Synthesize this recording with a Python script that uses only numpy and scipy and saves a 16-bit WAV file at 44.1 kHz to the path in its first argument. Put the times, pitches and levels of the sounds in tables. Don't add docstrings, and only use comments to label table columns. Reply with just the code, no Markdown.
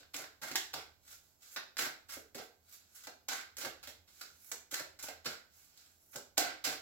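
import sys
import numpy as np
from scipy import signal
from scipy.fft import irfft
from scipy.io import wavfile
from scipy.ndimage import uniform_filter1d

SR = 44100
rng = np.random.default_rng(int(sys.argv[2]) if len(sys.argv) > 2 else 0)


def dump_mix(stems):
    frames = np.atleast_2d(stems).T
    limited = np.clip(frames, -1, 1)
    pcm = np.round(limited * 32767).astype(np.int16)
    wavfile.write(sys.argv[1], SR, pcm)


def to_linear_factor(level_db):
    exponent = np.asarray(level_db, float) / 20
    return 10 ** exponent


N = 300321


def read(points, hz):
    f, value = np.transpose(points)
    return np.interp(np.log(hz + 1), np.log(f + 1), value)


def law(rule, control):
    return rule[0] + rule[1] * control


def add(mix, s, sound):
    part = mix[..., round(s * SR):][..., :sound.shape[-1]]
    part += sound[..., :part.shape[-1]]


def causal(points, size=2048):
    log_gain = np.log(to_linear_factor(read(points, abs(np.fft.fftfreq(size, 1 / SR)))))
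    phase = -signal.hilbert(log_gain).imag
    taps = np.fft.ifft(np.exp(log_gain + 1j * phase)).real[:size // 2]
    return taps / np.linalg.norm(taps)


def ring(hz, width):
    t = np.arange(SR // 8) / SR
    taps = np.exp(-np.pi * max(width, 8) * t) * np.sin(2 * np.pi * hz * t)
    return taps / np.linalg.norm(taps)


def steep(hz, width):
    taps = signal.fftconvolve(ring(hz, width), ring(hz, width))[:SR // 20]
    return taps / np.linalg.norm(taps)


def crack(smear_s):
    late = rng.exponential(smear_s * SR, 22)
    late = np.repeat(np.minimum(late, 200), repeats=6)[:129]
    return irfft(np.exp(-2j * np.pi * np.cumsum(late) / 256))


def swell(time_s):
    u = np.arange(SR // 5) / SR / max(time_s, .001)
    return u * np.exp(1 - u)


def friction(size, rough_db=4.8, flutter_db=4.5):
    unevenness = np.minimum(rng.exponential(1, size), 4)
    slips = rng.standard_normal(size) * to_linear_factor(rough_db * unevenness)
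    flutter = uniform_filter1d(uniform_filter1d(rng.standard_normal(size), size=60), size=60)
    out = slips * to_linear_factor(flutter_db * flutter / flutter.std())
    return out / out.std()


def pair(shape_db, count):
    # hz, coherence [0-1]
    likeness = [(30, .1), (60, 0.38), (300, 0.64), (700, 0.37), (1500, 0.032), (8000, 0.24)]
    hz = np.fft.rfftfreq(512, 1 / SR)[:, None]
    t = np.arange(count // 128 + 5) * 128 / SR
    a, b, c, d = rng.standard_normal((len(t), len(hz), 4)).T
    same = np.clip(read(likeness, hz), 0, 1)
    left = a + 1j * b
    right = same * left + np.sqrt(1 - same ** 2) * (c + 1j * d)
    z = np.array([left, right]) * to_linear_factor(shape_db(hz, t))
    out = signal.istft(z, nperseg=512, noverlap=384)[1][:, 256:count]
    return out / np.sqrt(np.mean(out ** 2))


def hum():
    # hz, density_db [dB per Hz]
    hiss_spectrum = [(15, -54), (25, -9), (80, -1), (200, -3), (962, -8.5), (1520, -15.5), (2550, -18.5),
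                     (7950, -11.5), (8350, -38), (10000, -22), (11600, -12.5), (16000, -11)]
    # time_s, level_db
    drone_levels = [(0.0, -74), (0.4, -76.5), (1.1, -74), (1.44, -84.5), (2.3, -74), (2.7, -82), (3.4, -79),
                    (3.84, -72), (4.6, -81.5), (5.2, -73), (5.6, -80), (6.1, -82), (6.45, -75), (6.8, -71)]
    hiss = pair(lambda hz, t: read(hiss_spectrum, hz) + 0 * t, count=N + 256)
    hiss = signal.sosfilt(signal.butter(3, 34, "high", fs=SR, output="sos"), hiss)
    s, db = np.transpose(drone_levels)
    both, left, right = signal.oaconvolve(rng.standard_normal((3, N)), ring(81.2, 7.8)[None])[:, :N]
    throb = 0.82 * both + 0.31 * np.array([left, right])
    throb = throb * to_linear_factor(np.interp(np.arange(N) / SR, s, db))
    return (to_linear_factor(-73) * hiss + throb) * to_linear_factor([[-2.0], [2.0]])


def rubs():
    # time_s, pressure_db, brightness_db
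    strokes = [
        [(0.0, -58, -3.5), (0.044, -84, -22), (0.13, -97, 7)],
        [(0.99, -91, 2), (1.09, -65.5, 4), (1.124, -60, 2.5), (1.21, -94, 14), (1.25, -79, 5.5), (1.38, -93, 6),
         (1.428, -65, 2.5), (1.5, -69.5, 6), (1.552, -67, 14.5)],
        [(2.6, -94, 1), (2.696, -71.5, 7.5), (2.752, -71.5, -1), (2.87, -79.5, 0), (2.946, -76.5, 10),
         (2.962, -65.5, -8), (3.04, -71, 2)],
        [(4.06, -102, -2), (4.076, -76.5, 2), (4.198, -69.5, 5.5), (4.218, -61.5, -1), (4.296, -72.5, -3),
         (4.362, -79, 7.5), (4.505, -73.5, 17.5)],
        [(5.5, -80, -1), (5.566, -74.5, 10), (5.72, -77.5, 1), (5.786, -68, 0), (5.86, -74, 0.5),
         (5.95, -85.5, 7.5), (6.106, -87, 18), (6.125, -70.5, 18)],
    ]
    # level_db at brightness 0, slope [dB per dB]
    flex_law = (-2.3, 0.15)
    # level_db at brightness 0, slope [dB per dB]
    fizz_law = (.3, 1.08)
    # level_db at brightness 0, slope [dB per dB]
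    corner_law = (0.41, 0.53)
    t, pressure = np.arange(N) / SR, np.zeros((4, N))
    for rows in strokes:
        s, rub_db, bright = np.transpose(rows)
        bright = np.interp(t, s, bright)
        colour_db = [0 * t] + [law(rule, bright) for rule in (flex_law, fizz_law, corner_law)]
        pressure += to_linear_factor(np.interp(t, s, rub_db, -150, -150) + 1.5 + colour_db)
    return pressure


def pockets():
    # start_s, level_db, pitch_hz, squeeze_s
    thumps = [(0.004, -50, 550, 0.0049), (0.146, -44, 432, .007), (0.169, -44.5, 740, 0.02),
              (0.415, -41, 754, 0.018), (0.509, -33, 360, 0.0058), (0.553, -29, 724, 0.0023),
              (0.734, -38.5, 690, 0.015), (1.569, -43.5, 900, 0.007), (1.784, -42, 745, 0.033),
              (1.864, -39, 547, 0.003), (2.167, -34.5, 392, 0.0038), (2.35, -33.5, 477, 0.0076),
              (2.389, -39, 523, 0.009), (3.069, -44.5, 700, 0.0079), (3.284, -49.5, 950, 0.0095),
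              (3.329, -42.5, 705, 0.0068), (3.575, -48, 580, 0.014), (3.625, -40.5, 650, 0.016),
              (3.657, -35.5, 646, 0.0068), (3.874, -43, 630, .007), (4.218, -64.5, 606, 0.033),
              (4.517, -44.5, 845, 0.0074), (4.725, -37.5, 470, 0.0043), (4.804, -36, 656, 0.0037),
              (5.036, -44, 875, 0.0033), (5.083, -47.5, 680, 0.011), (5.255, -33, 484, 0.01),
              (6.15, -38.5, 560, 0.012), (6.378, -37, 516, 0.027), (6.652, -36, 666, 0.021)]
    # start_s, level_db, pitch_hz, squeeze_s
    cupped = [
        (6.379, -37, 708, 0.026),
        (6.652, -46.5, 673, 0.006),
    ]
    out, palm = np.zeros((2, N))
    for rows, loose in (thumps, 1.31), (cupped, 0.27):
        for s, db, hz, squeeze_s in rows:
            push = swell(squeeze_s)
            air = push * rng.standard_normal(len(push))
            add(out, s - .003, to_linear_factor(db - 10.0) * signal.oaconvolve(air, steep(hz, loose * hz)))
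            palm_db = db - 27 + 1.5 * np.log2(hz / 500)
            add(palm, s - .003, to_linear_factor(palm_db) * air)
    palm_hz, palm_width_hz = 147, 45
    return out, signal.oaconvolve(palm, steep(palm_hz, palm_width_hz))[:N]


def strikes():
    # start_s, snap_db, knock_hz, brightness_db
    packet_snaps = [(0.143, -14, 2140, -11), (0.5563, -4, 1900, -2), (0.7389, -10, 1560, -7.5),
                    (1.5617, -14, 1560, -26), (1.769, -15, 1810, -7.5), (2.093, -29.5, 1540, -5),
                    (2.347, -24.5, 1760, -10), (3.0703, -22.5, 900, -2.5), (3.2855, -14.5, 990, 2),
                    (3.5688, -23, 2050, 2), (3.829, -28.5, 1520, -4), (4.214, -22, 1840, -4),
                    (4.516, -17.5, 1550, 5), (4.7423, -11.5, 1630, 0.5), (4.99, -32.5, 1500, 0),
                    (5.2615, -17, 1565, -10), (6.1592, -19.5, 1530, 3.5), (6.3789, -2, 790, 2.5),
                    (6.644, -17.5, 2400, 0)]
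    # start_s, snap_db, knock_hz, brightness_db
    card_flicks = [(0.164, -23.5, 1950, 7), (0.2408, -23.5, 1640, -15), (0.5145, -18, 2230, -2.5),
                   (0.5483, -23, 1120, -12), (1.5708, -14, 1630, -23), (1.7903, -11, 2070, -20),
                   (1.8214, -14.5, 1660, -13), (2.135, -32, 1710, -14), (2.3831, -27, 860, -2),
                   (3.318, -16, 935, -12), (3.41, -25.5, 1620, -6), (3.649, -13, 1670, -21),
                   (3.8734, -23.5, 2140, -1.5), (4.7964, -17, 1640, -3.5), (5.085, -20, 740, -4.5),
                   (5.04, -22.5, 1430, -10), (4.721, -31, 2000, 6), (5.264, -13, 4400, -11),
                   (5.775, -38, 4700, 4.5), (0.03, -35, 1560, -15), (0.551, -41, 3600, -12),
                   (0.589, -29, 1990, -5), (3.658, -42, 1450, -9), (6.3815, -7, 656, -22),
                   (6.674, -13.5, 2480, -10), (6.727, -16, 1490, -8)]
    # level_db at brightness 0, slope [dB per dB]
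    fizz_law = (-0.047, 0.84)
    # level_db at brightness 0, slope [dB per dB]
    corner_law = (0.83, 1)
    snaps, knocks = np.zeros((4, N)), np.zeros(N)
    for rows, knock_db in (packet_snaps, -6), (card_flicks, -2.5):
        for s, db, hz, bright in rows:
            colour_db = np.array([0, -150, law(fizz_law, bright), law(corner_law, bright)])
            add(snaps, s, crack(.0004) * to_linear_factor(db - 2.0 + colour_db[:, None]))
            add(knocks, s, to_linear_factor(db + knock_db) * steep(hz, .5 * hz))
    return snaps, knocks


def slides():
    # start_s, level_db, swell_s, brightness_db
    scrapes = [(0.134, -46.5, 0.0085, 1), (0.414, -46, 0.013, -2.5), (0.561, -54.5, 0.024, 0),
               (0.732, -42, 0.0023, -8), (1.56, -37.5, 0.0026, -5.5), (1.779, -34.5, 0.0076, 0),
               (2.084, -52.5, 0.015, 2.5), (2.345, -51.5, .006, 3.5), (2.72, -67.5, 0.012, 14),
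               (2.945, -66.5, 0.012, 16), (3.035, -54, 0.0054, 2.5), (3.282, -37.5, .008, -12),
               (3.567, -51, 0.013, 6), (3.602, -44.5, 0.013, -2.5), (3.828, -53.5, 0.0078, -1),
               (3.869, -51, .01, 0.5), (4.075, -66.5, 0.0046, -13), (4.209, -46, 0.003, -2),
               (4.709, -47, 0.0097, 3), (4.735, -46, 0.0066, -4), (4.987, -54, 0.0099, -1),
               (5.024, -51, 0.01, 8.5), (5.244, -49, 0.0061, -5), (5.255, -41, 0.0044, -5),
               (6.156, -51, 0.0014, -46), (6.639, -36, 0.0084, -3.5), (6.66, -43.5, 0.024, -3.5)]
    # start_s, level_db, swell_s, brightness_db
    settling = [(0.179, -50.5, 0.014, 2), (0.464, -51.5, 0.016, 0), (0.762, -51, 0.013, -4),
                (1.811, -43.5, 0.014, 2.5), (1.845, -46.5, 0.0092, -10), (2.115, -55, 0.017, 7.5),
                (2.376, -48.5, 0.009, -6.5), (2.41, -70, 0.012, 12), (3.069, -46, 0.0017, -11),
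                (3.311, -46, 0.017, -0.5), (3.37, -51.5, 0.014, -10), (3.649, -43.5, 0.0028, 2.5),
                (4.513, -47, 0.0037, 4), (4.768, -48, 0.011, 0), (5.06, -53, 0.016, -4.5),
                (5.272, -52.5, 0.024, -4), (6.126, -57.5, 0.014, 5.5), (6.37, -39.5, .005, -8),
                (6.387, -41.5, 0.032, -17)]
    # level_db at brightness 0, slope [dB per dB]
    fizz_law = (1, 0.95)
    # level_db at brightness 0, slope [dB per dB]
    corner_law = (-0.86, 0.6)
    pressure = np.zeros((4, N))
    for rows, flex_db in (scrapes, 0.5), (settling, 5):
        for s, db, swell_s, bright in rows:
            colour_db = np.array([0, flex_db, law(fizz_law, bright), law(corner_law, bright)])
            add(pressure, s, swell(swell_s) * to_linear_factor(db - 2.0 + colour_db[:, None]))
    return pressure


def cards(spread=1.0):
    # hz, level_db
    edge = [(100, -43), (400, -30), (1100, -5), (2500, 1.5), (4200, 7.5), (5300, 4), (7000, -33),
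            (9000, -50.5)]
    # pitch_hz, width_hz, level_db
    flex = [
        (1500, 380, -3.5),
        (1555, 160, -9),
        (2080, 700, -.5),
    ]
    # hz, level_db
    fizz = [(2000, -73), (6000, -40), (8800, -12.5), (11000, 0.5), (13700, 1.5), (16000, -2)]
    # hz, level_db
    corners = [(1500, -49), (4000, -29), (5500, 1.5), (7600, 4), (8300, -5), (8800, -16), (11000, -31)]
    pressure = rubs() + slides()
    snaps, knocks = strikes()
    slips = friction(N) + spread * np.array([friction(N), friction(N)])
    slips = slips / np.sqrt(1 + spread ** 2)
    drive = pressure[:, None] * slips + snaps[:, None]
    bend = to_linear_factor(-2.0) * sum(to_linear_factor(db) * steep(hz, width) for hz, width, db in flex)
    bodies = causal(edge), bend, causal(fizz), causal(corners)
    return knocks + sum(signal.oaconvolve(d, body[None])[:, :N] for d, body in zip(drive, bodies))


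def room(x, places=5):
    # delay_s, left_db, right_db
    echoes = [
        (.0033, -1, -1),
        (.0074, -11, -8),
        (.0240, -10, -14),
    ]
    # hz, t60_s
    walls = [(150, 0.4), (500, 0.38), (1500, 0.37), (4000, 0.38), (12000, 0.27)]
    out = x * to_linear_factor([[-5.5], [-2.5]])
    turn = np.arange(N) / SR * 3.1
    for k in range(places):
        share = np.sqrt(np.clip(1 - abs((turn - k + 2) % places - 2), 0, 1))
        tail = pair(lambda hz, t: -60 * t / read(walls, hz), count=SR * 3 // 4)
        size = tail.shape[1]
        onset = np.minimum(np.arange(size) / (0.012 * SR), 1)
        tail = tail / np.sqrt(size) * onset * to_linear_factor([[-2.5], [.5]])
        for s, left_db, right_db in echoes:
            scatter = np.array([crack(.00025), crack(.00025)])
            add(tail, s, scatter * to_linear_factor([[left_db - 5.5], [right_db - 2.5]]))
        out = out + signal.oaconvolve(share * x, tail, axes=1)[:, :N]
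    return out


def scene():
    small = signal.butter(4, 285, "high", fs=SR, output="sos")
    puffs, palm = pockets()
    deck = signal.sosfilt(small, cards() + puffs)
    return room(deck + 0.3 * palm) + palm * to_linear_factor([[-4.], [0.]]) + hum()


def top_cut(x):
    return signal.sosfilt(signal.butter(12, 16970, fs=SR, output="sos"), x)


def record(dry):
    # hz, level_db
    housing = [(300, 0.5), (500, -1), (690, 2.5), (1100, -2.5), (1550, 0), (3000, -0.5), (4300, -0.5),
               (8050, 0)]
    left = signal.lfilter([.8, .18], [1], dry[0])
    spaced = np.array([left, np.roll(dry[1], shift=4)])
    spaced = signal.oaconvolve(spaced, causal(housing)[None])[:, :N]
    top_hz = 15950
    limited = signal.oaconvolve(spaced, signal.firwin(511, top_hz, fs=SR)[None], "same")
    return top_cut(limited)


dry = scene()
out = record(dry)
dump_mix(out)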